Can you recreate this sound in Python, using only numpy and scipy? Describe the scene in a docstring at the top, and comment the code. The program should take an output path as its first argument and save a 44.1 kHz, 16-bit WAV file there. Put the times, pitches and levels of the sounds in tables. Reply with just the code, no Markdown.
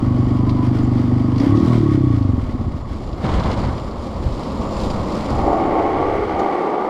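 """A single-cylinder dirt bike on a country lane, heard from the rider's helmet.
It cruises: gas pulses ring the exhaust, noise makes clatter, wind and tyre roll, a thin tone whines.
One rev sweeps the exhaust modes, the intake gasps and the chain rattles; the engine drops to idle.
Side wind, as shaped noise, roars while the rider turns his head; braking scrubs the tyres and
sings in the disc, then the rear tyre skids: friction-driven rubber resonances over grinding grit."""
import sys
import numpy as np
from scipy.fft import rfft, irfft, next_fast_len
from scipy.io import wavfile
from scipy.ndimage import uniform_filter1d, map_coordinates

SR = 44100
rng = np.random.default_rng(int(sys.argv[2]) if len(sys.argv) > 2 else 0)


def wav_out(sig):
    """Save sig, one row per channel (or a flat mono array), as 16-bit PCM at SR to the path in sys.argv[1]."""
    wavfile.write(sys.argv[1], SR, np.round(np.clip(np.atleast_2d(sig).T, -1, 1) * 32767).astype(np.int16))


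N = 303923

# the throttle shuts and the engine settles to idle; each change takes SNAP_S (s)
SHUT_S, IDLE_S, SNAP_S = 1.665, 2.79, .03


def amp(db):
    """Level: decibels to amplitude gain."""
    return 10 ** (np.asarray(db) / 20)


def unit(x):
    """Normalisation: x at an rms of 1."""
    return x / np.sqrt(np.mean(x ** 2) + 1e-20)


def clock():
    """Sampling: the time of every sample in seconds."""
    return np.arange(N) / SR


def white():
    """White noise: equal power at every frequency."""
    return rng.standard_normal(N)


def wobble(rate):
    """Slow random modulation: a smooth curve through rate random knots a second."""
    return map_coordinates(rng.standard_normal(int(N * rate / SR) + 4), [clock() * rate])


def curve(points):
    """Linear interpolation: (time_s, value) points as one value per sample."""
    return np.interp(clock(), *np.transpose(points))


def after(s):
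    """Transition: a quick fade from 0 to 1 at time s."""
    return np.clip((clock() - s) / SNAP_S, 0, 1)


def swells(rows, rise, fall, sag_db_per_s=0):
    """Exponential envelope: each (start_s, end_s, level_db) event rises, holds or sags, then decays."""
    t, gain = clock(), np.zeros(N)
    for start, end, db in rows:
        outside = np.maximum(start - t, 0) / rise + np.maximum(t - end, 0) / fall
        sagged_db = db - sag_db_per_s * np.maximum(t - start, 0)
        gain = np.maximum(gain, amp(sagged_db) * np.exp(-outside))
    return gain


def filtered(x, response):
    """Linear filtering: the spectrum of x times a response given as a function of frequency."""
    padded = next_fast_len(N + SR // 2)
    spectrum = rfft(x, padded) * response(np.fft.rfftfreq(padded, 1 / SR))
    return irfft(spectrum, padded)[:N]


def resonance(f, hz, width):
    """Damped oscillator: the frequency response of one mode."""
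    return 1j * f * width / (hz * hz - f * f + 1j * f * width)


def ring(drive, modes):
    """Resonance: a drive through steep-sided modes (pitch_hz, width_hz, level_db), at rms 1."""
    def response(f):
        return sum(amp(db) * abs(resonance(f, hz, width)) ** 2 for hz, width, db in modes)
    return unit(filtered(drive, response))


def noise(colour):
    """Spectral shaping: noise of rms 1 through (frequency_hz, density_db) points."""
    hz, db = np.transpose(colour)

    def shape(f):
        return amp(np.interp(np.log(f + 1), np.log(hz), db, left=-120, right=-120))
    return unit(filtered(white(), shape))


def spurting_treble(x, patch_db, grain_db, edge_hz=2200):
    """Amplitude modulation: the treble of a noise comes in uneven spurts."""
    treble = filtered(x, lambda f: f ** 6 / (f ** 6 + edge_hz ** 6))
    spurts = unit(amp(patch_db * wobble(15) + grain_db * wobble(300)))
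    return x - treble + treble * spurts


def sing(hz, waver_hz, waver_db):
    """Sustained resonance: a lightly damped mode whose pitch and strength wander."""
    phase = 2 * np.pi * np.cumsum(hz + waver_hz * wobble(30)) / SR
    return unit(amp(waver_db * wobble(23)) * np.sin(phase))


# engine speed: time_s, rate (firings per second)
FIRING_RATE = [(0.0, 24.63), (0.25, 24.5), (0.5, 25.17), (0.85, 24.37), (1.15, 24.42), (1.37, 25.2),
               (1.43, 31.98), (1.54, 36.43), (1.63, 42.24), (1.7, 40.63), (1.89, 34.76), (2.05, 31.5),
               (2.25, 24.82), (2.45, 19.27), (2.62, 15.2), (2.75, 11.4), (3.0, 14.0), (6.9, 13.0)]


def crank():
    """Phase as the integral of rate: the running count of four-stroke cycles, slightly irregular."""
    return np.cumsum(curve(FIRING_RATE)) / SR + .39 + .004 * wobble(20)


def revved(law):
    """Power law of speed: gain of an engine noise that grows with the revs and eases off the throttle."""
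    db, db_per_doubling, shut_db = law
    doublings = np.log2(curve(FIRING_RATE) / FIRING_RATE[0][1])
    return amp(db + db_per_doubling * doublings + shut_db * after(SHUT_S))


# harder firings as the throttle bites and the engine nearly stalls: start_s, end_s, added strength level_db
HARD_FIRINGS = [(1.395, 1.42, -11), (2.53, 2.69, -8), (2.735, 2.77, -9)]
# gas pulses fall by a power of speed below a soft knee (firings per second)
KNEE_RATE, KNEE_POWER = 20.4, 1.21
# speed at which the modes have their listed pitch (firings per second); scatter between pulses (dB)
MID_RATE, SCATTER_DB = 32, 1.0


def pipe(cycles, modes, share, cut_hz=385, mouth_hz=52):
    """Impulse response of cavities: each cycle's gas pulses ring the modes, weaker as the revs fall."""
    age = np.arange(SR // 6) / SR
    rate = curve(FIRING_RATE)
    numbers = np.arange(1, np.floor(cycles[-1]))
    shares = np.interp(numbers, cycles, share)
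    numbers, shares = numbers[shares > 0], shares[shares > 0]
    note = np.zeros(N + len(age))
    force = 1 + swells(HARD_FIRINGS, rise=.005, fall=0.021)
    for point, hz, width, push, follows in modes:
        samples = np.minimum(np.searchsorted(cycles, numbers + point), N - 1)
        for i, part, scatter in zip(samples, shares, rng.standard_normal(len(samples))):
            weakening = np.hypot(1, (KNEE_RATE / rate[i]) ** KNEE_POWER)
            flow = part * force[i] * amp(SCATTER_DB * scatter) / weakening
            pitch = hz * (rate[i] / MID_RATE) ** follows
            decaying_tone = np.sin(2 * np.pi * pitch * age) * np.exp(-np.pi * width * age)
            note[i:i + len(age)] += push * flow * decaying_tone

    def outlet(f):
        # the small outlet radiates little deep bass; the packing passes almost nothing above its cut
        return f ** 4 / (f ** 4 + mouth_hz ** 4) / np.sqrt(1 + (f / cut_hz) ** 16)
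    return filtered(note[:N], outlet)


# silencer or air box modes rung by the gas pulses: point in the engine cycle (0-1 is one cycle), pitch_hz,
# width_hz, strength (+ push, - suck), power with which the pitch follows engine speed
CRUISING = [(0.0165, 240, 13.8, 0.26, 0), (-0.0695, 307, 20.3, -0.2, 0.026),
            (0.0793, 197, 92, -0.49, 0.006), (0.261, 115.5, 21.3, -0.62, 0.043)]
BITING = [(-.11, 113.5, 4.1, 0.12, 0.0044), (-.06, 322, 32, -.21, 0), (0.149, 276, 40, -.88, 0)]
ACCELERATING = [(0.043, 101, 10, 0.44, 0), (0.047, 318, 42, -0.65, 0), (0.257, 258, 11, -.14, 0.0053),
                (.12, 287, 19, 0.21, 0)]
PEAKING = [(0.099, 107, 16, 0.49, 0.0046), (-0.04, 314, 29, -0.32, 0), (0.203, 215, 91, -1.1, 0)]
LIFTING = [(.18, 116, 17, 0.45, 0.004), (.2, 245, 46, -0.78, 0), (.315, 326, 68, -.31, 0)]
OVERRUN = [(0.272, 118.4, 25.3, 0.71, 0.5), (0.204, 296, 44.4, -0.64, 0.45), (0.305, 97, 110, -0.69, 1.7),
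           (0.459, 260, 7.7, 0.03, -0.116)]
LABOURING = [(0.226, 87, 24, 0.48, 0), (0.15, 218, 51, -0.11, 0.003), (.41, 251, 27, 0.2, 0),
             (.43, 270, 67, -.16, 0.0071)]
# the beats in turn: start_s, takeover_s, modes
BEATS = [(-1, .01, CRUISING), (1.37, .005, BITING), (1.48, .01, ACCELERATING), (1.58, .01, PEAKING),
         (1.665, .01, LIFTING), (1.78, .05, OVERRUN), (2.41, .05, LABOURING)]


def exhaust(cycles, level_db=0, idle_drop_db=-8, idle_fade_db_per_s=5):
    """Load-dependent excitation: the beat changes from cruise through the rev to a fading idle."""
    begun = [np.clip((clock() - start) / takeover + .5, 0, 1) for start, takeover, _ in BEATS]
    note = np.zeros(N)
    for (_, _, modes), this, following in zip(BEATS, begun, begun[1:] + [0]):
        note += pipe(cycles, modes, this - following)
    idle_db = after(IDLE_S) * (idle_drop_db - idle_fade_db_per_s * (clock() - IDLE_S))
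    return amp(level_db + idle_db) * note


# relative level at cruising speed (dB), rise per doubling of speed (dB), change with the throttle shut (dB)
CLATTER_LAW, CASES_LAW = (-48.5, 3, -1.9), (-41.5, 2.8, -3.1)
# spectrum of the clatter: frequency_hz, density_db
CLATTER_COLOUR = [(820, -32), (1400, 2.5), (1560, -4.5), (2200, -1), (2590, -11.5), (3160, -6),
                  (3680, -12.5), (4680, -11), (6530, -21.5), (7220, -22), (11200, -31.5), (13500, -36),
                  (15500, -35.5)]
# bursts of engine rattle at changes of load: start_s, end_s, relative level_db
RATTLES = [(.47, .8, -60), (1.385, 1.435, -52), (1.665, 1.77, -49.5)]
# ringing of the engine cases: pitch_hz, width_hz, level_db
CASE_MODES = [(1128, 16, 1.5), (1248, 33, -5), (1890, 130, -20), (3430, 60, -22.5)]
# the cases ring up as the revs sweep past: start_s, end_s, relative level_db
CASE_SWELLS = [(1.545, 1.585, -32), (1.705, 1.735, -33.5), (1.87, 1.92, -34.5), (2.03, 2.14, -42),
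               (2.5, 2.62, -54)]
# a loose part sings: start_s, end_s, relative level_db
LOOSE_SWELLS = [(.47, .67, -35.5), (1.35, 1.46, -38.5), (1.72, 1.87, -41)]


def mechanics(cycles, depth_db=2, rough_db=-0.5, clatter_db=2, ring_db=-1, drift_db=2.1, firing_db=-0.5,
              tone_db=-3, modes_db=-3):
    """Structure-borne sound: valves and piston clatter each crank turn; cases and a loose part ring."""
    # two crank turns make one cycle
    beat = unit(amp(depth_db * np.cos(4 * np.pi * cycles) + rough_db * wobble(250)))
    ragged = unit(amp(2.5 * wobble(200)))
    rattle = revved(CLATTER_LAW) + ragged * swells(RATTLES, rise=0.011, fall=0.064)
    clatter = amp(clatter_db + drift_db * wobble(21.16)) * rattle * beat * noise(CLATTER_COLOUR)

    case_gain = revved(CASES_LAW) + swells(CASE_SWELLS, rise=0.014, fall=0.02)
    firing = unit(amp(firing_db * np.cos(2 * np.pi * (cycles - .25))))
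    case_tone = amp(tone_db) * sing(hz=1102, waver_hz=5, waver_db=-1.5)
    case_ring = amp(modes_db) * ring(beat * white(), CASE_MODES)
    cases = case_gain * firing * (case_tone + case_ring)

    loose_gain = swells(LOOSE_SWELLS, rise=0.11, fall=0.033)
    loose_part = loose_gain * ring(white(), [(1005, 42, 0)])
    return clatter + amp(ring_db) * (cases + loose_part)


def gears(whine_db=-62, whine_hz=4720, width_hz=90):
    """Narrow-band resonance: the gears sing thinly while they carry load."""
    return amp(whine_db) * (1 - after(SHUT_S)) * ring(white(), [(whine_hz, width_hz, 0)])


# strength of wind buffeting and tyre roll: time_s, share of the opening strength
AIR_AND_ROLL = [(0, 1), (4.8, 0.82), (5.4, 1), (5.75, 0.59), (6.2, 0.83), (6.52, 0.15), (6.9, 0.2)]
# spectrum of the buffeting: frequency_hz, density_db
BUFFET_COLOUR = [(10, -3.5), (25, -16), (55, -7), (85, -9.5), (140, -14.5), (400, -57)]
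# large eddies on the microphone: start_s, end_s, level_db
EDDIES = [(2.35, 2.65, -33), (3.31, 3.5, -24), (3.59, 3.66, -25.5), (4.25, 4.3, -21.5), (4.6, 5.0, -33),
          (5.33, 5.44, -24.5)]
# side wind while the head is turned: start_s, end_s, level_db
HEAD_TURN = [(3.255, 3.5, -20), (3.56, 3.65, -22)]
# spectrum of the side wind: frequency_hz, density_db
GUST_COLOUR = [(41, -22), (70, -3.5), (222, -6), (482, -15.5), (601, -13.5), (702, -15.5), (1020, -15),
               (1820, -31.5), (2170, -27.5), (2540, -38), (3030, -33), (4720, -38.5), (6030, -48),
               (7200, -48), (14000, -74)]


def wind(buffet_db=-27, gust_db=0, flutter_db=1.65, drift_db=1.5, strength_power=1.36):
    """Turbulent pressure: buffeting follows its strength curve; eddies and side wind add at set levels."""
    steady = amp(buffet_db + drift_db * wobble(4.5)) * np.abs(curve(AIR_AND_ROLL)) ** strength_power
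    buffet = (steady + swells(EDDIES, rise=0.023, fall=0.037)) * noise(BUFFET_COLOUR)
    flutter = unit(amp(flutter_db * wobble(55)))
    gust_gain = amp(gust_db) * swells(HEAD_TURN, rise=0.032, fall=0.13, sag_db_per_s=2)
    gust = gust_gain * flutter * spurting_treble(noise(GUST_COLOUR), patch_db=2.0, grain_db=1.5)
    return buffet + gust


# level at cruising speed (dB), rise per doubling of engine speed (dB), change with the throttle shut (dB)
ROAR_LAW = (-29, 2.4, -6)
# spectra of the rolling and of the scrubbing tyres: frequency_hz, density_db
ROAD_COLOUR = [(60, -4.5), (110, -8.5), (170, -6), (230, 10), (330, 7.5), (480, -2.5), (660, -1.5),
               (830, -4), (950, -6), (1150, -7), (1270, -10), (1400, -24.5), (1700, -29.5), (2600, -42.5)]
RUSH_COLOUR = [(82, -36), (140, -11.5), (206, 1), (264, -5), (297, -5.5), (436, -11), (519, -5.5),
               (693, -12.5), (1140, -12), (1590, -33.5), (2520, -33.5), (4850, -32), (6350, -43),
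               (7270, -42.5), (14000, -62.5)]
# brake pressure, which drives tyre scrub and disc whistle: time_s, relative level_db
BRAKING = [(2.7, -15.5), (3.7, -7), (3.95, -7.5), (4.3, -6), (4.8, -1.5), (5.36, -2), (5.7, -15),
           (6.2, -37)]


def road(roll_db=-37, rush_db=-22, rough_db=1):
    """Contact noise: knobbly tyres roll over asphalt and scrub with the braking; a mid-band roar of the
    engine's breath follows the revs."""
    drive = revved(ROAR_LAW)
    rolling = np.hypot(amp(roll_db) * curve(AIR_AND_ROLL), drive) * noise(ROAD_COLOUR)
    rush = spurting_treble(noise(RUSH_COLOUR), patch_db=1.5, grain_db=2)
    scrubbing = amp(rush_db + curve(BRAKING)) * rush
    return unit(amp(rough_db * wobble(70))) * (rolling + scrubbing)


# a blow rings the brake disc briefly: start_s, end_s, level_db
DISC_PINGS = [(.835, .85, -58), (1.38, 1.39, -61), (4.885, 4.915, -54), (6.39, 6.4, -64)]


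def brake(level_db=-56, waver_db=2.5):
    """Friction-excited plate modes: the pads draw a thin whistle from the disc, louder under braking."""
    whistle = ring(white(), [(7070, 170, -1.5), (7230, 210, -4.5)])
    pressure = amp(level_db + curve(BRAKING)) * unit(amp(waver_db * wobble(7.1)))
    return (pressure + swells(DISC_PINGS, rise=.003, fall=.01)) * whistle


# chain slaps and flung stones: start_s, level_db, pitch_hz
TICKS = [(0.4938, -31.5, 3900), (0.785, -41, 4790), (0.981, -41, 4550), (1.36, -39.5, 4040),
         (1.38, -32, 4520), (1.3993, -32.5, 4980), (1.417, -38, 4250), (1.433, -41, 3620),
         (1.5705, -37, 4620), (1.661, -42, 3650), (1.776, -42, 4770), (2.224, -42.5, 4220),
         (3.128, -40, 4330), (3.263, -36, 3010), (3.397, -34, 4130), (3.4352, -32, 3850),
         (3.5133, -32, 3100), (3.528, -36.5, 3070), (3.5984, -37, 4570), (3.778, -36.5, 3130),
         (3.91, -40, 4400), (4.433, -37.5, 4210), (4.9015, -30, 4680), (6.393, -35, 6640)]
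# spectrum of the blows: frequency_hz, density_db
TICK_COLOUR = [(800, -39.5), (2000, 6), (4500, 9.5), (6000, 2), (7200, -14.5), (9000, -12), (13000, -26.5),
               (15500, -31)]


def ticks(decay=0.0063, rise=0.00094, ring_db=-5, ring_decay=0.011, ring_width_hz=900):
    """Impact and free decay: bright clacks from chain and stones, each with a brief ring of its own."""
    blows, rings = np.zeros(N), np.zeros(N)
    # a random factor spreads each ring from a pure tone into a band
    fuzz = unit(filtered(white(), lambda f: 1 / (1 + (2 * f / ring_width_hz) ** 2)))
    age = np.arange(SR // 12) / SR
    for s, db, hz in TICKS:
        first = round(s * SR)
        span = slice(first, first + len(age))
        onset = amp(db) * (1 - np.exp(-age / rise))
        blows[span] += onset * np.exp(-age / decay)
        rings[span] += onset * np.exp(-age / ring_decay) * np.sin(2 * np.pi * hz * age)
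    return blows * noise(TICK_COLOUR) + amp(ring_db) * rings * fuzz


# gasps of the intake: start_s, end_s, level_db
GASPS = [(1.403, 1.445, -32), (1.67, 1.75, -30.5)]
# their spectrum: frequency_hz, density_db
GASP_COLOUR = [(380, -19), (450, 7), (680, 4), (900, -6), (1250, -2), (1600, -31), (2500, -33)]


def intake(level_db=0):
    """Jet noise: air gasps through the carburettor when the slide snaps open or shut."""
    return amp(level_db) * swells(GASPS, rise=0.011, fall=0.045) * noise(GASP_COLOUR)


# the slack chain sizzles over its sprockets: start_s, end_s, level_db
LASHES = [(1.56, 1.63, -49), (1.665, 1.76, -47)]
# its spectrum: frequency_hz, density_db
LASH_COLOUR = [(2200, -14), (3500, 5), (5500, -2.5), (6800, -8.5), (8500, -11), (11000, -23.5),
               (13500, -26), (15500, -31)]


def chain(rough_db=2.5):
    """Dense random impacts: the slack chain rattles over the sprockets around the throttle's closing."""
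    roughness = unit(amp(rough_db * wobble(350)))
    return swells(LASHES, rise=0.014, fall=.09) * roughness * noise(LASH_COLOUR)


# pitch of the sliding tyre: time_s, body, tread and knobs (each in semitones)
TYRE_BEND = [(5.33, -2, -0.79, .5), (5.53, -.5, -0.037, .5), (5.78, 0.5, -0.19, -.5),
             (5.97, -0.06, 0.039, 0), (6.149, 4, -0.18, .4), (6.35, 1.36, 0.17, .5),
             (6.547, 2, -0.21, 0.24), (6.848, 3, .7, .9)]


def rubbed(modes, bend, waver=.25, firmness=0.23):
    """Stick-slip resonance: friction keeps rubber modes ringing and evens them; bend is in semitones."""
    semitones = np.interp(clock(), np.transpose(TYRE_BEND)[0], bend) + waver * wobble(9)
    # reading the ringing faster or slower bends its pitch
    travel = np.cumsum(2 ** (semitones / 12))
    x = map_coordinates(ring(white(), modes), [travel], order=1, mode="mirror")
    strength = np.sqrt(np.abs(uniform_filter1d(x ** 2, size=900)) + 1e-6)
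    return unit(x / strength ** np.clip(firmness, 0, 1))


# slides of the rear tyre: start_s, end_s, relative level_db
SLIDES = [(5.48, 6.12, 1), (6.39, 6.79, -1)]
# time constants with which a slide builds up and lets go (s)
BITE_S, LET_GO_S = 0.12, 1
# resonances of the tyre body, tread and knobs: pitch_hz, width_hz, level_db
CARCASS = [(168, 60, -7.5), (268, 35, -7), (335.5, 125, 5.5), (453.2, 88, -6)]
TREAD = [(580, 63, -3), (702, 80, 0.5), (783, 57, 2.5), (883, 135, -3)]
KNOBS = [(1119, 137, -1), (1351, 140, -19)]
# the tread gives an extra note near 580 Hz early in the first slide: start_s, end_s, level_db
TREAD_NOTES = [(5.5, 5.86, -26.5)]
# loose grit dragged under the sliding tyre: start_s, end_s, level_db
GRINDING = [(5.75, 6.5, -37.5)]
# spectrum of the grit: frequency_hz, density_db
GRIT_COLOUR = [(850, -27), (1450, 1), (1680, -6.5), (1890, -2), (2190, -1.5), (2480, -12), (2680, -12),
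               (3020, -11), (3670, -17.5), (4510, -19), (5810, -27.5), (7950, -34), (15000, -50)]
# resonances of the scraping grit: pitch_hz, width_hz, level_db
SCRAPE = [(1930, 130, -3.5), (2200, 190, 0)]


def skid(carcass_db=-20.5, tread_db=-20.0, knobs_db=-29.0, carcass_sag_db=2.5, tread_sag_db=7,
         knobs_sag_db=4, grip_db=0.63, scrape_db=-8):
    """Stick-slip friction: slipping tread rings the tyre and grinds grit; each part bends and sags."""
    judder = np.sin(2 * np.pi * 73 * clock() + 2 * wobble(5))
    slips = unit(amp(.8 * wobble(400) + .6 * wobble(45) + 1.2 * judder))
    _, body_bend, tread_bend, knob_bend = np.transpose(TYRE_BEND)
    # modes, bend (semitones), level (dB), sag (dB per s)
    parts = [(CARCASS, body_bend, carcass_db, carcass_sag_db),
             (TREAD, tread_bend, tread_db, tread_sag_db),
             (KNOBS, knob_bend, knobs_db, knobs_sag_db)]
    tyre = np.zeros(N)
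    for modes, bend, db, sag in parts:
        grip = amp(db + grip_db * wobble(14))
        tyre += swells(SLIDES, BITE_S, LET_GO_S, sag) * grip * rubbed(modes, bend)
    tyre += swells(TREAD_NOTES, rise=0.063, fall=0.05) * rubbed([(579, 40, 0)], tread_bend)
    scrape = amp(scrape_db) * ring(white(), SCRAPE)
    grit = swells(GRINDING, rise=0.59, fall=1.0) * (noise(GRIT_COLOUR) + scrape)
    return slips * (tyre + grit)


def scene():
    """Superposition: all sources add at the microphone, in the open air without echoes."""
    cycles = crank()
    engine = exhaust(cycles) + mechanics(cycles) + gears() + intake() + chain()
    surroundings = wind() + road() + brake() + ticks() + skid()
    return (engine + surroundings)[None]


def record(dry, ceiling=.85, top_hz=15700):
    """Saturation and band limiting: the tallest peaks are rounded off; nothing passes above top_hz."""
    rounded = dry[0] / (1 + (dry[0] / ceiling) ** 8) ** (1 / 8)
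    return filtered(rounded, lambda f: f < top_hz)[None]


dry = scene()
out = record(dry)
wav_out(out)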